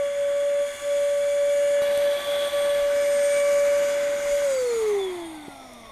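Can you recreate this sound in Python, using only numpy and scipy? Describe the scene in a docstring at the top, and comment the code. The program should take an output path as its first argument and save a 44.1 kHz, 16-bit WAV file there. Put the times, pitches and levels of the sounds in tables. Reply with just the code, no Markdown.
"""On a lawn outdoors, a few metres away, a handheld electric air pump sucks the air out of an inflatable boat.
Its impeller hums at about 573 Hz, a sine with fluttering overtones, over a rush of air: shaped noise
that rings in the housing. The hose pops off the valve and is moved about, with knocks, a plop and soft bumps.
Then the switch clicks off and the rotor coasts down, its overtones sliding through the housing's resonances."""
import sys
import numpy as np
from scipy import signal
from scipy.io import wavfile

SR = 44100
rng = np.random.default_rng(int(sys.argv[2]) if len(sys.argv) > 2 else 0)


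def transcribe(signal):
    """Save signal, clipped to [-1, 1], as a 16-bit WAV file at the path in sys.argv[1]."""
    frames = np.atleast_2d(signal).T
    limited = np.clip(frames, -1, 1)
    pcm = np.round(limited * 32767).astype(np.int16)
    wavfile.write(sys.argv[1], SR, pcm)


N = 260719
TIME = np.arange(N) / SR
RUN_HZ = 573  # pitch of the hum under power
OFF_S = 4.44  # the motor loses power
WHINE_MULTIPLE = 15  # the motor's high whine sits on this multiple of the hum


def from_db(db):
    """Decibels to gain."""
    return 10 ** (np.asarray(db) / 20)


def in_time(rows, at=TIME):
    """Each column of a curve at the given times."""
    seconds, *columns = np.transpose(rows)
    return [np.interp(at, seconds, column) for column in columns]


def at_hz(rows, hz):
    """Each column of a spectrum at the given frequencies, joined along log frequency."""
    points, *columns = np.transpose(rows)
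    return [np.interp(np.log(hz), np.log(points), column) for column in columns]


def drift(rate_hz):
    """Slow chance with spread 1: noise through a two-pole low-pass, drawn at every 40th sample."""
    step, settle = 40, 2000
    pole = np.exp(-2 * np.pi * rate_hz * step / SR)
    draws = rng.standard_normal(N // step + settle + 2)
    slow = signal.lfilter([1], [1, -2 * pole, pole * pole], draws)[settle:]
    return np.interp(np.arange(N) / step, np.arange(len(slow)), slow / slow.std())


def shaped_noise(density_db, size=1024):
    """Noise whose level per Hz follows density_db(hz, s)."""
    frames = dict(fs=SR, nperseg=size, noverlap=size - size // 4)
    flat = rng.standard_normal(N) * np.sqrt(SR / 2)  # 0 dB per Hz
    hz, s, white = signal.stft(flat, **frames)
    gain = from_db(density_db(np.maximum(hz, 1)[:, None], s))
    return signal.istft(white * gain, **frames)[1][:N]


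def in_state(values, s):
    """Blend one value per state of the pump; states left out count as zero."""
    # where pump and hose are: (time [s], state), with states
    # 0 hose on the valve, 1 hose open, 2 hose turned down, 3 coasting
    state_curve = [(0, 0), (1.81, 0), (1.82, 1), (2.75, 1), (3.05, 2), (4.5, 2), (5.4, 3), (5.91, 3)]
    state, = in_time(state_curve, s)
    return sum(value * np.maximum(0, 1 - abs(state - k)) for k, value in enumerate(values))


def rotor_hz(s):
    """Pitch of the hum: a little lower under load at first, then steady; after switch-off it coasts down."""
    load_sag_hz, load_eases_s = 4, (0.3, 0.55)
    # a small share of the speed goes at once, then drag slows the rotor exponentially
    drop_share, drop_s, drag_per_s = 0.016, 0.09, 0.65
    powered = RUN_HZ - np.interp(s, load_eases_s, [load_sag_hz, 0])
    coasted = np.maximum(s - OFF_S, 0)
    early_drop = drop_share * (1 - np.exp(-coasted / drop_s))
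    return powered * np.exp(-drag_per_s * coasted - early_drop)


def rumble(early_db=-3.0, overall_db=0.5):
    """Steady low outdoor noise, a little stronger once the hose is off the valve."""
    # its colour before the trims above: (frequency [Hz], level [dB per Hz])
    rumble_colour = [(15, -80), (35, -75.5), (48, -81.5), (58, -71.5), (75, -83.5), (100, -81), (122, -79),
                     (150, -93), (300, -110)]

    def density_db(hz, s):
        return at_hz(rumble_colour, hz)[0] + overall_db + in_state([early_db], s)

    return shaped_noise(density_db, size=4096)


def soft_bumps(top_hz=50):
    """Soft low bumps: noise of 25 to 50 Hz under bell-shaped swells."""
    # each bump: (time [s], rms level at its height [dB], half length [s])
    bump_list = [(2.827, -47, 0.056), (4.274, -61, .02), (4.337, -47, 0.02), (5.23, -61, .03)]
    band = signal.butter(2, [top_hz / 2, top_hz], "band", fs=SR, output="sos")
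    low = signal.sosfilt(band, rng.standard_normal(N))
    swells = sum(from_db(db) * np.exp(-((TIME - s) / length) ** 2) for s, db, length in bump_list)
    return swells * low / low.std()


def plops(cycles=0.61):
    """A puff of air at the hose end swings for little more than one cycle."""
    # soft plops of the hose end: (time [s], peak level [dB], frequency [Hz])
    plop_list = [(5.4836, -26.5, 302)]
    out = np.zeros(N)
    for s, db, hz in plop_list:
        age = TIME - s
        out += from_db(db) * np.exp(-(age * hz / cycles) ** 2) * np.cos(2 * np.pi * hz * age)
    return out


def knocks(crack_t60=0.011, crack_low_hz=6500, crack_high_hz=12000):
    """Plastic parts knock: a short decaying ring of the body under a bright crack of noise."""
    # hose, switch and handling: (time [s], starting level of the ring [dB], body pitch [Hz],
    # ring's fall by 60 dB [s], starting level of the crack before its band filter [dB])
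    knock_list = [(1.819, -21, 1150, 0.0053, -42), (1.8203, -30, 240, 0.02, -60),
                  (1.821, -29.5, 3400, 0.0046, -45), (1.9753, -26, 290, 0.013, -23),
                  (4.259, -24, 1070, 0.0096, -40), (4.421, -21.5, 1030, 0.0087, -37),
                  (5.735, -52, 3500, .008, -36.5)]
    out = np.zeros(N)
    bright = signal.butter(2, [crack_low_hz, crack_high_hz], "band", fs=SR, output="sos")
    for s, level_db, hz, t60, crack_db in knock_list:
        age = np.maximum(TIME - s, 0)
        ring_gain = from_db(level_db - 60 * np.minimum(age / t60, 2))
        out += ring_gain * np.sin(2 * np.pi * hz * age)
        crack_gain = (age > 0) * from_db(crack_db - 60 * np.minimum(age / crack_t60, 2))
        out += signal.sosfilt(bright, crack_gain * rng.standard_normal(N))
    return out


def thin_hiss(centre_hz=5550, width_hz=380):
    """A narrow band of hiss with a smooth top, which shows as the pump dies away."""
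    # level at the centre of the band: (time [s], level [dB per Hz])
    thin_level = [(0, -110), (3.6, -105), (4.7, -85), (5.3, -103), (5.6, -86.5), (5.91, -89)]

    def density_db(hz, s):
        band_db = -20 * np.log10(1 + ((hz - centre_hz) / width_hz) ** 2)
        return in_time(thin_level, s)[0] + band_db

    return shaped_noise(density_db)


def housing(hz, s):
    """Lift in dB that the resonances of housing and hose give to the air noise."""
    # (centre [Hz], half width [Hz], then lift on the valve, open, turned down, coasting [dB])
    resonances = [(2167, 340, 8, 7.5, 10.5, 14.5), (2400, 220, -2, 0, -1.5, -4.5),
                  (2487, 61, -12, -1, 0.5, 5), (3385, 220, 14, 8.5, 7, 8), (3625, 72, 4, -8, 0, 10.5),
                  (4220, 110, 7.5, -3, -4, 4), (4630, 310, 8.5, 2, 5, 6), (5090, 170, 5.5, -1, 5.5, 4),
                  (6070, 126, 9, 9.5, 11, 6), (6740, 280, 11, 6, 9.5, 14.5), (7460, 200, 1, 2.5, 0, 4),
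                  (8670, 220, 2.5, 3.5, 0.5, 8), (10180, 180, 4, 1.5, 2.7, 6), (11500, 220, 0, 3, 0.5, 7),
                  (13100, 440, 4, 14.5, 13.5, 7)]
    return sum(in_state(dbs, s) * np.exp(-((hz - centre) / width) ** 2)
               for centre, width, *dbs in resonances)


def air_density(hz, s, swirl_multiple=2.638, swirl_width=0.16, whistle_hz=3390, whistle_width_hz=210,
                hiss_from_hz=3300, low_edge_hz=150, air_db=-0.87, gust_db=0.9):
    """Level per Hz of the turbulent air: coloured by the hose's state, ringing in the housing."""
    # base colour: (frequency [Hz], then on the valve, open, turned down, coasting [dB per Hz])
    air_colour = [(151, -83, -80, -81, -79.5), (272, -75.5, -74.5, -72, -74), (504, -81.5, -76.5, -78, -84),
                  (643, -77.5, -69, -76, -70.5), (1260, -78.5, -77.5, -75.5, -80),
                  (1600, -77, -76, -75.5, -88), (2580, -79.5, -79, -80, -89.5), (3870, -91, -73, -79, -87),
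                  (4920, -97, -82.5, -85.5, -101), (7100, -86.5, -84, -77.5, -102.8),
                  (9360, -85.5, -79.5, -79.5, -89.5), (12300, -96.5, -87.5, -91.5, -102.7),
                  (14200, -103.7, -100, -101.5, -110.8)]
    # height of the hump of eddy noise, one per state: (level [dB])
    swirl_db = [8.8, 8.1, 9.2, 11.2]
    # low rush of air, added to the colour: (time [s], level [dB])
    rush_curve = [(0, -2), (1.6, -0.5), (1.85, 2.1), (3.5, 1.5), (3.85, 3), (4.7, -0.5), (4.9, 2.5),
                  (5.2, 0), (5.6, -4.2)]
    # rough whistle at the hose end, added to the colour: (time [s], level [dB])
    whistle_curve = [(0.6, 2), (2.0, -1), (2.25, 8), (2.5, 6), (2.9, -0.5), (3.42, -0.5), (3.55, -8.5),
                     (4.0, -1), (4.75, -3.5), (5.91, 0.5)]
    # hiss as the nozzle turns, added to the colour: (time [s], level [dB])
    hiss_curve = [(0.55, -1.5), (0.68, 3), (1.4, 2.5), (1.72, 5), (1.85, -2.5), (2.5, -3), (2.7, -3),
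                  (2.9, -4.5), (3.35, -1), (3.8, -1.5), (4.18, -4.5), (4.3, -1), (4.75, 0.5), (5.4, -0.5),
                  (5.91, -6.5)]

    colour = in_state(at_hz(air_colour, hz), s) + housing(hz, s)
    # eddies carried round by the impeller make a broad hump that falls with its speed
    off_hump = (hz / rotor_hz(s) - swirl_multiple) / swirl_width
    swirl = in_state(swirl_db, s) * np.exp(-off_hump ** 2)
    # the flow is never quite even
    rush, whistle, hiss = [in_time(curve, s)[0] + gust_db * np.interp(s, TIME, drift(26))
                           for curve in (rush_curve, whistle_curve, hiss_curve)]
    low_share = 1 / (1 + (hz / hiss_from_hz) ** 4)
    swell = low_share * rush + (1 - low_share) * hiss
    # air across the open hose end sharpens one resonance into a rough whistle
    swell = swell + whistle / (1 + ((hz - whistle_hz) / whistle_width_hz) ** 2)
    low_cut = -10 * np.log10(1 + (low_edge_hz / hz) ** 6)
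    return air_db + colour + swirl + swell + low_cut


def air_rush():
    """Turbulent air through pump and hose: noise shaped by the changing density."""
    return shaped_noise(air_density)


def running_levels(s, wander_db=2.5, low_share=0.35, high_share=0.17, harmonics_db=2.0, whine_db=0.5,
                   faint_db=-0.44):
    """Level in dB of each overtone under power; the faint ones depend on the hose's state and wander."""
    # harmonics before the lift harmonics_db: (time [s], level [dB])
    second = [(0.0, -49), (0.18, -57), (0.33, -50), (1.78, -54.5), (1.83, -47), (2.09, -52), (2.23, -37.5),
              (2.3, -48), (2.61, -43), (3.33, -54), (3.41, -41.5), (4.45, -57.5)]
    third = [(0.0, -57), (1.47, -53), (1.86, -46), (2.24, -45), (2.27, -58), (2.74, -44), (2.81, -50),
             (3.14, -44), (4.18, -59), (4.45, -60)]
    fourth = [(0.0, -58.5), (1.59, -48.5), (2.48, -56), (2.64, -50), (2.68, -55.5), (3.09, -46),
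              (3.11, -54), (3.38, -38.5), (4.15, -54.5), (4.45, -55)]
    # the motor's high whine before the lift whine_db: (time [s], level [dB])
    whine_curve = [(0, -62), (0.95, -56), (1.4, -65), (2.15, -53.5), (2.35, -49), (2.68, -46.5),
                   (2.87, -56), (3.05, -43.5), (3.38, -40.5), (3.55, -54), (3.95, -59), (4.45, -55)]
    # fainter overtones, base level: {multiple of the hum: (on the valve, open, turned down [dB])}
    faint_partials = {5: (-54, -50, -53), 6: (-57, -54, -61), 7: (-66, -63, -65), 8: (-70, -64, -62),
                      9: (-63, -67, -59), 10: (-67, -64, -61), 11: (-62, -68, -59), 12: (-56, -68, -57),
                      13: (-67, -67, -62), 14: (-68, -67, -63), 18: (-62, -69, -64), 19: (-69, -73, -72),
                      20: (-66, -58, -55), 21: (-72, -76, -74), 25: (-77, -65, -65)}

    levels = {k: in_time(curve, s)[0] + harmonics_db for k, curve in enumerate([second, third, fourth], 2)}
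    levels[WHINE_MULTIPLE] = in_time(whine_curve, s)[0] + whine_db
    for k, dbs in faint_partials.items():
        # overtones up to the ninth swell with the fourth harmonic, the higher ones with the whine
        leader, share = (levels[4], low_share) if k <= 9 else (levels[WHINE_MULTIPLE], high_share)
        swell = share * (leader - leader[s < OFF_S].mean())
        wander = wander_db * np.interp(s, TIME, drift(1.3))
        by_state = in_state((*dbs, dbs[-1]), s)  # coasting takes the turned-down level
        levels[k] = faint_db + by_state + swell + wander
    return levels


def flare(hz):
    """Lift in dB of a falling overtone as it crosses a resonance, flat on top and steep at the edges."""
    # (centre [Hz], half width [Hz], lift [dB])
    flare_bands = [(690, 26, 14), (795, 50, 16), (920, 60, 7), (1080, 70, 7), (1330, 70, 6), (1540, 45, 3),
                   (2220, 210, 10), (3400, 165, 24), (4480, 310, 14), (6220, 170, 13), (6900, 240, 15),
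                   (7930, 250, 10), (8800, 270, 24)]
    return sum(lift / (1 + ((hz - centre) / width) ** 6) for centre, width, lift in flare_bands)


def coasting_levels(s):
    """Level in dB of each overtone as the rotor slows: it changes with speed and flares in the resonances."""
    # {multiple of the hum: (rms level at full speed between resonances [dB], loss per octave of slowing [dB])}
    coast_partials = {2: (-56, 2.4), 3: (-49, 15.7), 4: (-70, 4.5), 5: (-68, -9), 6: (-72, 6),
                      9: (-59, 11.3), 10: (-70, 7.4), 13: (-59, 30), 15: (-49, 35), 18: (-76, 12),
                      27: (-71, 7)}
    hz = rotor_hz(s)
    octaves_down = np.log2(RUN_HZ / hz)
    return {k: db - loss * octaves_down + flare(k * hz) for k, (db, loss) in coast_partials.items()}


def hum(phase, speed, off, waver=0.038, waver_hz=18):
    """The fundamental: it swells and fades under power, and weakens with its pitch as the rotor coasts."""
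    # the running hum as pump and hose are moved: (time [s], rms level [dB])
    running_hum = [(0.0, -23), (0.04, -23.5), (0.14, -28.5), (0.2, -23.5), (0.62, -22), (0.8, -44),
                   (0.83, -31.5), (0.87, -25), (0.93, -22), (1.34, -22.5), (1.41, -21), (1.8, -20.5),
                   (1.85, -22.5), (2.09, -20.5), (2.16, -25), (2.23, -38), (2.29, -24.5), (2.43, -24),
                   (2.48, -26), (2.5, -41), (2.54, -22), (2.58, -22.5), (3.71, -19.5), (3.82, -20.5),
                   (3.88, -23.5), (4.14, -24), (4.2, -28.5), (4.34, -20.5), (4.41, -24), (4.45, -21)]
    # the housing radiates the coasting hum poorly as its pitch falls: (pitch [Hz], rms level [dB])
    hum_response = [(215, -64), (235, -49.5), (272, -53.5), (300, -41.5), (350, -34), (400, -23),
                    (418, -21.5), (450, -24), (520, -23.5), (560, -23)]
    level_db = (1 - off) * in_time(running_hum)[0] + off * at_hz(hum_response, speed)[0]
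    return from_db(level_db) * (1 + waver * drift(waver_hz)) * np.sin(phase)


def impeller(jitter_hz=0.38, handover_s=0.092, flutter=0.3, flutter_hz=22):
    """Blade tones locked to one rotor; turbulence makes the overtones flutter."""
    speed = rotor_hz(TIME)
    phase = 2 * np.pi * np.cumsum(speed + jitter_hz * drift(6.77)) / SR
    off = np.clip((TIME - OFF_S) / handover_s, 0, 1)  # 0 under power, 1 coasting
    out = hum(phase, speed, off)
    s, gains = TIME[::200], {}
    for share, levels in ((1 - off, running_levels(s)), (off, coasting_levels(s))):
        for k, db in levels.items():
            gains[k] = gains.get(k, 0) + share * np.interp(TIME, s, from_db(db))
    for k, gain in gains.items():
        turn = k * phase + rng.uniform(0, 2 * np.pi)
        # chance on both sine and cosine ruffles level and phase alike
        tone = (1 + flutter * drift(flutter_hz)) * np.sin(turn)
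        tone += flutter * drift(flutter_hz) * np.cos(turn)
        out += gain * tone / np.sqrt(1 + 2 * flutter ** 2)
    return np.sqrt(2) * out  # rms levels to sine peaks


def scene():
    """The pump in the open air, heard on one channel."""
    background = rumble() + soft_bumps()
    handling = plops() + knocks()
    pump = thin_hiss() + air_rush() + impeller()
    return (background + handling + pump)[None]


def record(dry, cutoff_hz=15500):
    """The microphone channel loses its top steeply, through an elliptic low-pass."""
    return signal.sosfilt(signal.ellip(12, .1, 90, cutoff_hz, fs=SR, output="sos"), dry)


dry = scene()
out = record(dry)
transcribe(out)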